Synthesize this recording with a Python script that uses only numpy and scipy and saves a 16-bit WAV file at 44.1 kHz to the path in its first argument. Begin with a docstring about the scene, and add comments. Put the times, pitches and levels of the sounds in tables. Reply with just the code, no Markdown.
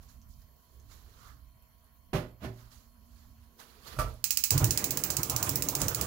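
"""The last bubbles burst on water in a saucepan and clothes rustle over the tone of a quiet kitchen.
Slippers scuff and a cabinet is bumped twice: filtered noise for friction, damped modes for blows.
A hand pushes and turns the stove knob on the right, and the igniter sparks 15 times a second, as impulses
through close echoes and a reverberant tail. The gas catches with a low whoosh, and the flame roars
under the pan as fluttering noise shaped by air resonances."""
import sys
import numpy as np
from scipy import signal
from scipy.io import wavfile
from scipy.ndimage import uniform_filter1d

SR = 44100
rng = np.random.default_rng(int(sys.argv[2]) if len(sys.argv) > 2 else 0)


def ratio(d):
    """dB to gain"""
    e = np.asarray(d, float) / 20
    return 10 ** e


def put_to_file(sound):
    """Save the sound as 16-bit audio at rate SR, in the file named by the first command-line argument."""
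    columns = np.atleast_2d(sound).T  # one column per channel
    safe = np.clip(columns, -1, 1)
    whole_steps = np.round(safe * 32767)
    wavfile.write(sys.argv[1], SR, whole_steps.astype(np.int16))


N = 267246  # length in samples

# Igniter sparks. Each row: start in seconds, level in dB.
SPARKS = [(4.2407, -11), (4.3062, -10.5), (4.3715, -10.5), (4.4378, -9), (4.5058, -7.5), (4.5773, -12.5),
          (4.6423, -11), (4.707, -11.5), (4.774, -12), (4.8408, -12.5), (4.9066, -14), (4.9718, -14),
          (5.037, -12.5), (5.102, -14), (5.167, -13.5), (5.2313, -14), (5.297, -14), (5.362, -13.5),
          (5.4269, -13), (5.492, -13.5), (5.556, -12.5), (5.6217, -15), (5.686, -13), (5.751, -14),
          (5.8157, -14), (5.8815, -13.5), (5.9464, -15), (6.0109, -15)]
# Spectrum of a spark. Each row: frequency in Hz, relative level in dB.
SPARK_COLOUR = [(290, -24.5), (500, -31), (1590, -16.5), (1840, -17.5), (2540, -10.5), (3600, -17.5),
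                (3880, -9), (4230, -8), (7060, 0.5), (8930, -7), (10200, -7), (11400, -13.5), (15100, 0.5),
                (15800, 6.5), (16500, -18)]
# Stereo balance of a spark. Each row: frequency in Hz, left over right in dB.
SPARK_BALANCE = [(1000, -8.5), (2500, -1), (4400, -8.5), (7000, -20), (9000, -3), (11500, -5), (13500, -42),
                 (15500, -15.5)]
# Reflections off pan, grate and hob. Each row: delay in seconds, level in dB, thinness from -1 to 1.
SPARK_ECHOES = [(0, -3, -.5), (.0004, 1, -.6), (.0009, 1, -.3), (.0016, -4, 0), (.0022, -1, .3),
                (.0029, 0, .6), (.0043, -8, .1), (.006, -9, 0)]
# Change of a spark in cold air: left over right in dB, treble above 11 kHz in dB, part below 3 kHz in dB.
COLD_AIR = (-1.7, -0.46, 0)
# The same three values, in dB, in thin hot gas.
HOT_GAS = (1.3, 1.64, -3.5)
SMEAR_COLD_S, SMEAR_HOT_S = 0.0022, 0.0056  # T60 of the blur on each close echo
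BEND_DB = 1.5  # scatter of balance and treble from spark to spark in the flame

LIT_S = 4.51  # the gas catches
# Steady burning, in dB: boom under the pan, low roar, high roar, hiss.
BURN_DB = (-43.5, -45, -47.5, -51)
# The gas catches, then the flame flares now and then.
# Each row: peak in seconds, boom in dB, roar in dB, rise in seconds, fall in seconds.
FLARES = [(4.53, -26.5, -37, 0.017, 0.12), (4.615, -29, -33, 0.037, 0.064), (4.71, -34, -41, 0.015, 0.029),
          (4.94, -42.5, -68, 0.038, 0.034), (5.2, -40, -48, 0.047, 0.033), (5.33, -35.5, -53, 0.033, 0.079),
          (5.51, -36.5, -40.5, 0.065, 0.15), (5.664, -48, -44, 0.013, 0.058),
          (5.829, -37, -37, 0.024, 0.027), (6.031, -33.5, -37, 0.051, 0.016)]
# Swells of the jet hiss. Each row: peak in seconds, level in dB, rise in seconds, fall in seconds.
HISS_SWELLS = [(5.47, -39.5, 0.035, 0.057), (5.805, -35.5, 0.01, 0.05), (6.035, -43, 0.07, .02)]
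# Spectra of the flame. Each row: frequency in Hz, relative level in dB.
BOOM_COLOUR = [(18, -55), (30, -27), (58, -5.5), (119, -1), (135, 1.5), (162, -12), (220, -40), (290, -46),
               (480, -120)]
ROAR_COLOUR = [(110, -12), (180, 3.5), (234, -7), (275, 0), (537, -8.5), (839, -7.5), (1500, -11),
               (3500, -20), (4550, -38), (7700, -120)]
HISS_COLOUR = [(880, -61), (1500, -7), (2690, -20), (3180, 2), (4330, -1.5), (7240, 9), (8660, 4.5),
               (12200, 5.5), (15100, -18), (16000, 2.5)]
# Resonances of the air between burner and pan. Each row: frequency in Hz, width in Hz, dB over the roar.
GAP_MODES = [(272, 17, 5.5), (354, 24, 4), (475.5, 14, 8), (610, 29, 5.5), (788, 21, 1), (1040, 12, 4),
             (1177, 22, 5), (1295, 10, 4)]
SPLIT_HZ = 700  # low and high roar meet here
HIGH_FLARE_DB = -8.5  # the high roar flares less than the low

# Blows on the knob. 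Each row: peak in seconds, level in dB, rise in seconds, rattle in seconds,
# T60 in seconds, room mode relative to the blow in dB.
KNOB_BLOWS = [(3.59, -66, 0.0019, 0.013, 0.075, -16), (3.862, -51, 0.002, 0.031, 0.3, -11),
              (3.964, -39, 0.0014, 0.005, 0.12, 14), (3.987, -18.5, 0.00183, 0.0042, 0.089, -6.5),
              (5.803, -27.5, 0.0015, 0.0091, 0.068, -6)]
# Bumps of the cabinet. Each row: peak in seconds, level in dB, rise in seconds, rattle in seconds,
# T60 in seconds, room mode relative to the blow in dB.
CABINET_BUMPS = [(2.131, -17.5, 0.0033, 0.032, 0.25, -10), (2.446, -23.5, 0.056, 0.0021, 0.19, -4.5)]
# Damped modes of the stove panel and the cabinet. Each row: frequency in Hz, width in Hz, level in dB.
PANEL_MODES = [(640, 60, -7), (930, 60, -13), (1020, 50, -10), (1180, 45, -3), (1310, 45, -3),
               (2300, 90, -12), (3350, 150, -18)]
CABINET_MODES = [(98, 60, -4), (200, 60, -7), (265, 50, -6), (380, 35, 3), (500, 45, -2), (600, 40, -2),
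                 (990, 60, -17), (1230, 60, -17)]
# Spectra of the contact crunch. Each row: frequency in Hz, relative level in dB.
KNOB_COLOUR = [(24, -24), (40, 3.5), (137, 2.5), (200, -12), (297, -21), (480, -11.5), (770, -9),
               (1340, -8), (1760, -21), (2380, -16.5), (4130, -25), (4680, -20), (7000, -22),
               (11800, -19.5), (16000, -29)]
CABINET_COLOUR = [(24, -36), (40, -5), (104, 4.5), (249, 0.5), (402, -12), (570, -5), (800, -10.5),
                  (1440, -12.5), (1950, -15), (3300, -20), (6490, -28), (8990, -37), (11000, -28),
                  (16000, -37)]
ROOM_MODE_HZ, ROOM_MODE_T60_S = 116.6, 0.62  # lowest mode of the room

# Bubbles bursting. Each row: start in seconds, level in dB, frequency in Hz.
POPS = [(0.0288, -50, 11000), (0.0903, -50, 6000), (0.2165, -49, 6100), (0.2907, -52, 11500),
        (0.4175, -55, 4800), (0.5664, -50, 15400), (0.8, -51, 6340), (1.624, -50, 12000),
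        (1.7804, -59, 14000), (1.844, -52, 11200), (4.141, -46, 10800)]

# Sleeves and hands moving. Each row: peak in seconds, level in dB, rise in seconds, fall in seconds,
# brightness from 0 to 1.
RUSTLES = [(0.03, -66.5, 0.022, 0.073, 0.53), (0.09, -64.5, .005, 0.067, .75),
           (0.31, -69, .02, 0.086, 0.98), (0.42, -73, .005, 0.024, 0.8), (0.7, -76, .3, 0.38, 0.66),
           (0.92, -59.5, 0.025, .09, 0.5), (1.28, -62, 0.23, 0.07, 0.3), (1.63, -78, .01, 0.04, 0.4),
           (1.86, -79, 0.042, 0.07, 0.4), (2.6, -64.5, 0.082, 0.13, 0.26), (2.72, -60, 0.01, 0.093, 0.6),
           (3.2, -68.5, 0.14, 0.14, 0.52), (3.43, -73, 0.039, 0.15, 0.24), (3.601, -53, 0.012, 0.056, 0.19),
           (3.7, -63.5, 0.061, 0.41, 0.1), (3.879, -49, 0.029, 0.035, 0.17), (3.93, -51, 0.023, 0.043, 0),
           (4.1, -59.5, 0.18, 0.081, .2)]
# Spectra of cloth friction. Each row: frequency in Hz, relative level in dB.
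RUB_DULL = [(300, -10.5), (600, -7.5), (1150, -3), (1600, -5.5), (2400, -11), (4500, -7.5), (7000, -19),
            (8600, -20), (11000, -48)]
RUB_BRIGHT = [(300, -48), (1000, -41), (2800, -23), (4200, -1.5), (5200, -3), (7000, 0.5), (8600, -12.5),
              (11000, -15)]
RUB_FIBRES = [(6000, -40), (8600, -16), (10500, -2.5), (12000, -4), (14000, -7), (16000, -4)]
FIBRES_DB, FIBRES_PER_BRIGHT_DB = -3.5, 3  # finest fibres over the rub, and their growth with brightness

# A slipper on the floor. Each row: peak in seconds, level in dB, rise in seconds, fall in seconds.
SCUFFS = [(1.2, -68, 0.045, 0.1), (1.284, -59.5, 0.045, 0.046), (2.632, -65.5, 0.024, 0.051)]
# Spectrum of the scuff. Each row: frequency in Hz, relative level in dB.
SCUFF_COLOUR = [(600, -37), (1000, -1), (1250, 7), (1600, -2), (2100, -11), (3000, -45)]
# Soft low swells. Each row: peak in seconds, level in dB, rise in seconds, fall in seconds.
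SWELLS = [(0.78, -70.5, 0.11, 0.086), (1.05, -71.5, 0.14, .2), (3.62, -68.5, 0.11, 0.46),
          (3.94, -60.5, 0.098, 0.093)]
# Spectrum of the swells. Each row: frequency in Hz, relative level in dB.
SWELL_COLOUR = [(150, -30), (250, -9), (350, 2), (480, 4), (650, -20), (1000, -25)]

# Spectra of the room hiss and rumble. Each row: frequency in Hz, relative level in dB.
ROOM_COLOUR = [(88, -17), (150, 0), (240, -19), (422, -14), (854, -18), (1020, -17), (1450, -20),
               (2810, -25.5), (3160, -21.5), (3620, -27), (4320, -23), (7180, -24.5), (8400, -32.5),
               (11500, -17.5), (16000, -23.5)]
RUMBLE_COLOUR = [(12, -33), (20, 10.5), (37, -2.5), (64, 7.5), (85, -2), (152, -14.5), (231, -20),
                 (300, -20), (390, -61), (660, -120)]
ROOM_DB = -69.5  # level of the room hiss
# Level curve of the rumble. Each row: time in seconds, level in dB.
RUMBLE_DB = [(0.0, -55), (0.15, -53), (0.66, -60.5), (0.8, -53.5), (1.43, -53), (1.8, -62), (2.1, -55),
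             (2.8, -55), (2.94, -62.5), (3.1, -55.5), (3.9, -58), (3.95, -44.5), (4.02, -47), (4.1, -41),
             (4.2, -54.5), (4.33, -49.5), (4.45, -54.5)]
# Fridge and fan motors. Each row: frequency in Hz, level in dB.
HUM = [(635.2, -84.5), (694.4, -85), (979.8, -82), (1039, -86), (1098, -82), (1400, -97), (3117, -88.5),
       (4269, -87.5), (4328, -90)]
# Level curve of the compressor drone. Each row: time in seconds, level in dB.
DRONE_DB = [(0.0, -73.5), (0.27, -69), (0.78, -85.5), (0.95, -79), (1.65, -76.5), (1.85, -79), (2.0, -76.5),
            (2.95, -69), (3.3, -67), (3.8, -71.5), (4.3, -67.5)]
DRONE_HZ = 234

# Reverberation of the kitchen. Each row: frequency in Hz, T60 in seconds.
KITCHEN_T60 = [(500, 0.35), (1500, 0.24), (4000, 0.24), (10000, 0.17), (16000, 0.19)]
# Likeness of the two microphone ports. Each row: frequency in Hz, correlation from -1 to 1.
SAME_ROOM = [(60, 0.98), (240, 0.35), (950, 0), (3770, 0.01), (15000, 0.0084)]
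SAME_STOVE = [(60, 1), (180, 0.98), (550, 0.82), (1650, -0.18), (4970, 0.028), (15000, -0.04)]
# Balance of room, stove, things moved on the right, and rumble.
# Each row: frequency in Hz, left over right in dB.
SIDE_ROOM = [(60, -20), (130, -18.5), (290, -13), (640, -0.5), (1410, -2.5), (3100, -0.5), (6820, -20.5),
             (15000, 4.5)]
SIDE_STOVE = [(60, -5.5), (130, -3.5), (290, -2.5), (640, -3.5), (1410, -7), (3100, -14.5), (6820, -18),
              (15000, -5)]
SIDE_RUB = [(60, -9), (130, -1.5), (290, -5.5), (640, -11.5), (1410, -10.5), (3100, -12), (6820, -19.5),
            (15000, -4)]
SIDE_RUMBLE = [(30, -7.5), (70, -10), (130, -1), (300, -12)]
LOW_HZ, EDGE_HZ = 35.2, 15800  # microphone bass cut; sharp upper band limit


def evened(x):
    """Normalisation: scales a signal to rms 1."""
    return x / np.sqrt(np.mean(x ** 2) + 1e-20)


def read(points, hz):
    """Interpolation of a frequency table on a logarithmic axis."""
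    f, value = np.transpose(points)
    return np.interp(np.log(hz + 1), np.log(f + 1), value)


def curve(rows):
    """Linear interpolation of a level curve at every sample."""
    s, value = np.transpose(rows)
    return np.interp(np.arange(N) / SR, s, value)


def humps(s, db, rise, fall):
    """Exponential growth and decay: power of each event, changing 10 dB in its rise and its fall time."""
    late = np.arange(N) / SR - np.c_[s]
    below_peak = np.maximum(late / np.c_[fall], -late / np.c_[rise])
    return ratio(np.c_[db] - 10 * below_peak) ** 2


def add(mix, s, sound):
    """Superposition: mixes a stereo sound in at time s."""
    part = mix[:, max(round(s * SR), 0):][:, :sound.shape[1]]
    part += sound[:, :part.shape[1]]


def smoothed(x, size):
    """Low-pass filtering by two moving averages."""
    return uniform_filter1d(uniform_filter1d(x, size), size)


def noise(colour, same, side, size, patchy_db, count=N):
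    """Partly coherent stereo noise of a given spectrum, whose level drifts in patches; mid rms 1."""
    hop, hz = size // 4, np.fft.rfftfreq(size, 1 / SR)
    a, b, c, d, patches = rng.standard_normal((5, len(hz), count // hop + 5))
    patches = uniform_filter1d(patches, size // 64, axis=0)  # over frequency
    patches = evened(uniform_filter1d(patches, 8, axis=1))  # over time
    like = np.clip(read(same, hz), -1, 1)[:, None]
    right, other = a + 1j * b, c + 1j * d
    left = (like * right + np.sqrt(1 - like ** 2) * other) * ratio(read(side, hz))[:, None]
    gain = ratio(read(colour, hz)[:, None] + patchy_db * patches)
    x = signal.istft(np.array([left, right]) * gain, nperseg=size, noverlap=size - hop)[1][:, :count]
    return x / np.sqrt(np.mean(x.mean(0) ** 2))


def causal(colour, size=1024):
    """Minimum phase: the impulse response whose phase follows from its log spectrum by Hilbert transform."""
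    db = read(colour, abs(np.fft.fftfreq(size, 1 / SR)))
    log_gain = np.log(ratio(np.maximum(db, -70)))
    return np.fft.ifft(np.exp(signal.hilbert(log_gain).conj())).real[:size // 2]


def reverb_tail(count):
    """Diffuse reverberation: noise decaying band by band, alike at both ports in the bass; right energy 1."""
    hz, t, (right, other) = signal.stft(rng.standard_normal((2, count)), SR, nperseg=256)
    like = np.clip(read(SAME_STOVE, hz), -1, 1)[:, None]
    z = np.array([like * right + np.sqrt(1 - like ** 2) * other, right])
    decay = ratio(-60 * t / read(KITCHEN_T60, hz)[:, None])
    tail = signal.istft(z * decay, SR, nperseg=256)[1][:, :count]
    tail = tail * np.minimum(np.arange(count) / (0.005 * SR), 1)  # builds up over 5 ms
    return tail / np.linalg.norm(tail[1])


def spark_path(smear_s):
    """Multipath propagation from spark gap to both ports: smeared early echoes, then the kitchen tail."""
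    path = ratio(5.0) * reverb_tail(count=9000)
    smear = ratio(-60 * np.arange(200) / SR / smear_s)
    for s, db, thin in SPARK_ECHOES:
        echo = signal.lfilter([1, -thin], 1, smear * rng.standard_normal((2, 200)))
        add(path, s, ratio(db) * echo / np.linalg.norm(echo[1]))
    return path


def igniter():
    """Refraction of impulses: spark paths are mostly alike in cold air, but moving hot gas bends each anew."""
    mix, still = np.zeros((2, N)), spark_path(SMEAR_COLD_S)
    hz, colour_db = np.transpose(SPARK_COLOUR)
    for s, level_db in SPARKS:
        lit = s > LIT_S
        steady, air, smear_s = (0.2, HOT_GAS, SMEAR_HOT_S) if lit else (0.85, COLD_AIR, SMEAR_COLD_S)
        balance_db, top_db, low_db = air
        top_bend, balance_bend = lit * BEND_DB * rng.standard_normal(2)
        path = steady * still + np.sqrt(1 - steady ** 2) * spark_path(smear_s)
        right = colour_db + (top_db + top_bend) * (hz > 11000) + low_db * (hz < 3000)
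        left = right + read(SPARK_BALANCE, hz) + balance_db + balance_bend
        filters = [causal(np.c_[hz, left]), causal(np.c_[hz, right])]
        sound = signal.fftconvolve(path, filters, axes=1)
        add(mix, s + 0.0005, ratio(level_db + 13) * sound / np.linalg.norm(sound.mean(0)))
    return mix


def flame():
    """Turbulent combustion noise: a boom, a fluttering roar with air resonances and the hiss of the jets."""
    caught = np.clip((np.arange(N) / SR - LIT_S) / 0.0045, 0, 1)
    flutter = ratio(1.85 * evened(smoothed(rng.standard_normal(N), 900)))

    # Burning power plus the power of the flares.
    s, boom_db, roar_db, rise, fall = np.transpose(FLARES)
    extra = (humps(s, boom_db, rise, fall), humps(s, roar_db, rise, fall),
             humps(s, roar_db + HIGH_FLARE_DB, rise, fall), humps(*np.transpose(HISS_SWELLS)))
    boom_level, low_level, high_level, hiss_level = (
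        np.sqrt(ratio(db) ** 2 + power.sum(0)) for db, power in zip(BURN_DB, extra))

    # The resonances stand on the roar, whose spectrum is then split in two.
    hz = np.geomspace(100, 8000, num=400)
    rings = sum(ratio(db) ** 2 / (1 + (2 * (hz - f) / width) ** 2) for f, width, db in GAP_MODES)
    colour_db = read(ROAR_COLOUR, hz) + 10 * np.log10(1 + rings)
    high = 1 / (1 + (SPLIT_HZ / hz) ** 6)
    roar = 0
    for level, share in ((low_level, 1 - high), (high_level, high)):
        part = np.c_[hz, colour_db + 10 * np.log10(share)]
        roar = roar + level * noise(part, SAME_STOVE, SIDE_STOVE, size=2048, patchy_db=2.35)

    boom = boom_level * noise(BOOM_COLOUR, SAME_STOVE, SIDE_STOVE, size=4096, patchy_db=1.74)
    hiss = hiss_level * noise(HISS_COLOUR, SAME_STOVE, SIDE_STOVE, size=512, patchy_db=3)
    return caught * (flutter * (boom + roar) + hiss)


def blows(events, modes, colour, ring_db, wet_db):
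    """Modal excitation: a blow and its bounces ring damped modes under a crunch; the room responds."""
    mix, t = np.zeros((2, N)), np.arange(SR * 2 // 3) / SR
    body = sum(ratio(db) * np.exp(-np.pi * width * t) * np.sin(2 * np.pi * hz * t) for hz, width, db in modes)
    room_mode = ratio(-60 * t / ROOM_MODE_T60_S) * np.sin(2 * np.pi * ROOM_MODE_HZ * t)
    room_mode = room_mode * np.minimum(t / 0.02, 1)
    for s, db, rise, rattle, t60, mode_db in events:
        contact = np.minimum(t / rise, 1) ** 2 * ratio(-60 * np.maximum(t - rise - rattle, 0) / t60)
        crunch = contact * noise(colour, SAME_STOVE, SIDE_RUB, size=2048, patchy_db=0, count=len(t))
        bounces = (rng.random(len(t)) < 180 / SR) * rng.uniform(-1.2, 1.2, len(t))  # about 180 a second
        bounces[round(rise * SR)] = 1.2  # the main blow
        ring = signal.fftconvolve(bounces * contact, body)[:len(t)]
        direct = crunch + ratio(ring_db) * ring / abs(body).max() * ratio([[-3], [2.5]])
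        wet = signal.fftconvolve(direct, reverb_tail(count=len(t)), axes=1)[:, :len(t)]
        add(mix, s + 0.0018 - rise, ratio(db - 13.0) * (direct + ratio(wet_db) * wet))
        add(mix, s, ratio(db + mode_db - 8.5) * room_mode * ratio([[-2.2], [1.8]]))
    return mix


def pops():
    """Bubble oscillation: each burst is a rapidly damped sine followed by its reverberation."""
    mix, t = np.zeros((2, N)), np.arange(200) / SR
    for s, db, hz in POPS:
        ping = np.sin(2 * np.pi * hz * t) * ratio(-60 * t / 0.003)  # T60 of 3 ms
        sound = signal.fftconvolve(ping[None], ratio(0.5) * reverb_tail(count=6000), axes=1)
        sound[:, :len(t)] += ping
        add(mix, s, ratio(db) * sound * ratio([[-3], [3]]))
    return mix


def rustle():
    """Cloth friction: patchy noise that blends a dull and a bright rub, topped by fine fibres."""
    s, db, rise, fall, bright = np.transpose(RUSTLES)
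    power = humps(s, db, rise, fall)
    fibres = ratio(FIBRES_DB + FIBRES_PER_BRIGHT_DB * bright) ** 2
    mix = 0
    for share, colour in ((1 - bright, RUB_DULL), (bright, RUB_BRIGHT), (fibres, RUB_FIBRES)):
        rub = noise(colour, SAME_ROOM, SIDE_RUB, size=256, patchy_db=2.0)
        mix = mix + np.sqrt(share @ power) * rub
    return mix


def scuffs():
    """Sliding friction: a sole drags over the floor as lumpy noise in one broad resonance."""
    level = np.sqrt(humps(*np.transpose(SCUFFS)).sum(0))
    return level * noise(SCUFF_COLOUR, SAME_ROOM, SIDE_RUB, size=512, patchy_db=5)


def swells():
    """Amplitude modulation: soft low noise that comes and goes."""
    level = np.sqrt(humps(*np.transpose(SWELLS)).sum(0))
    return level * noise(SWELL_COLOUR, SAME_STOVE, SIDE_RUB, size=1024, patchy_db=1.5)


def wavering(hz, slow):
    """Random amplitude and phase modulation of a sine; rms 1."""
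    level, phase = (evened(smoothed(drift, slow)) for drift in rng.standard_normal((2, N)))
    return evened(ratio(1.5 * level) * np.sin(2 * np.pi * hz * np.arange(N) / SR + 1.3 * phase))


def room_tone():
    """Stationary background: diffuse hiss, a rumble of varying level and wavering motor lines."""
    hum = sum(ratio(db) * wavering(hz, slow=1500) for hz, db in HUM)
    hum += ratio(curve(DRONE_DB)) * wavering(DRONE_HZ, slow=1200)
    hiss = ratio(ROOM_DB) * noise(ROOM_COLOUR, SAME_ROOM, SIDE_ROOM, size=1024, patchy_db=3.0)
    rumble = noise(RUMBLE_COLOUR, SAME_ROOM, SIDE_RUMBLE, size=4096, patchy_db=2.05)
    return hiss + ratio(curve(RUMBLE_DB)) * rumble + hum * ratio([[-4], [3]])


def scene():
    """Linear superposition of all sources in the kitchen."""
    knob = blows(KNOB_BLOWS, PANEL_MODES, KNOB_COLOUR, ring_db=6.5, wet_db=3.0)
    cabinet = blows(CABINET_BUMPS, CABINET_MODES, CABINET_COLOUR, ring_db=3.5, wet_db=-7.5)
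    return igniter() + flame() + knob + cabinet + pops() + rustle() + scuffs() + swells() + room_tone()


def low_pass(x):
    """Removes everything above the highest recorded frequency."""
    return signal.sosfilt(signal.butter(12, 16980, fs=SR, output="sos"), x)


def record(dry):
    """Linear filtering: the bass cut of the microphone, then a sharp upper band limit."""
    bass_cut = signal.butter(3, LOW_HZ, "high", fs=SR, output="sos")
    thin = signal.sosfilt(bass_cut, dry)
    edge = signal.firwin(255, EDGE_HZ, window=("kaiser", 5), fs=SR)
    mix = signal.oaconvolve(thin, edge[None], "same", axes=1)
    return low_pass(mix)


dry = scene()
out = record(dry)
put_to_file(out)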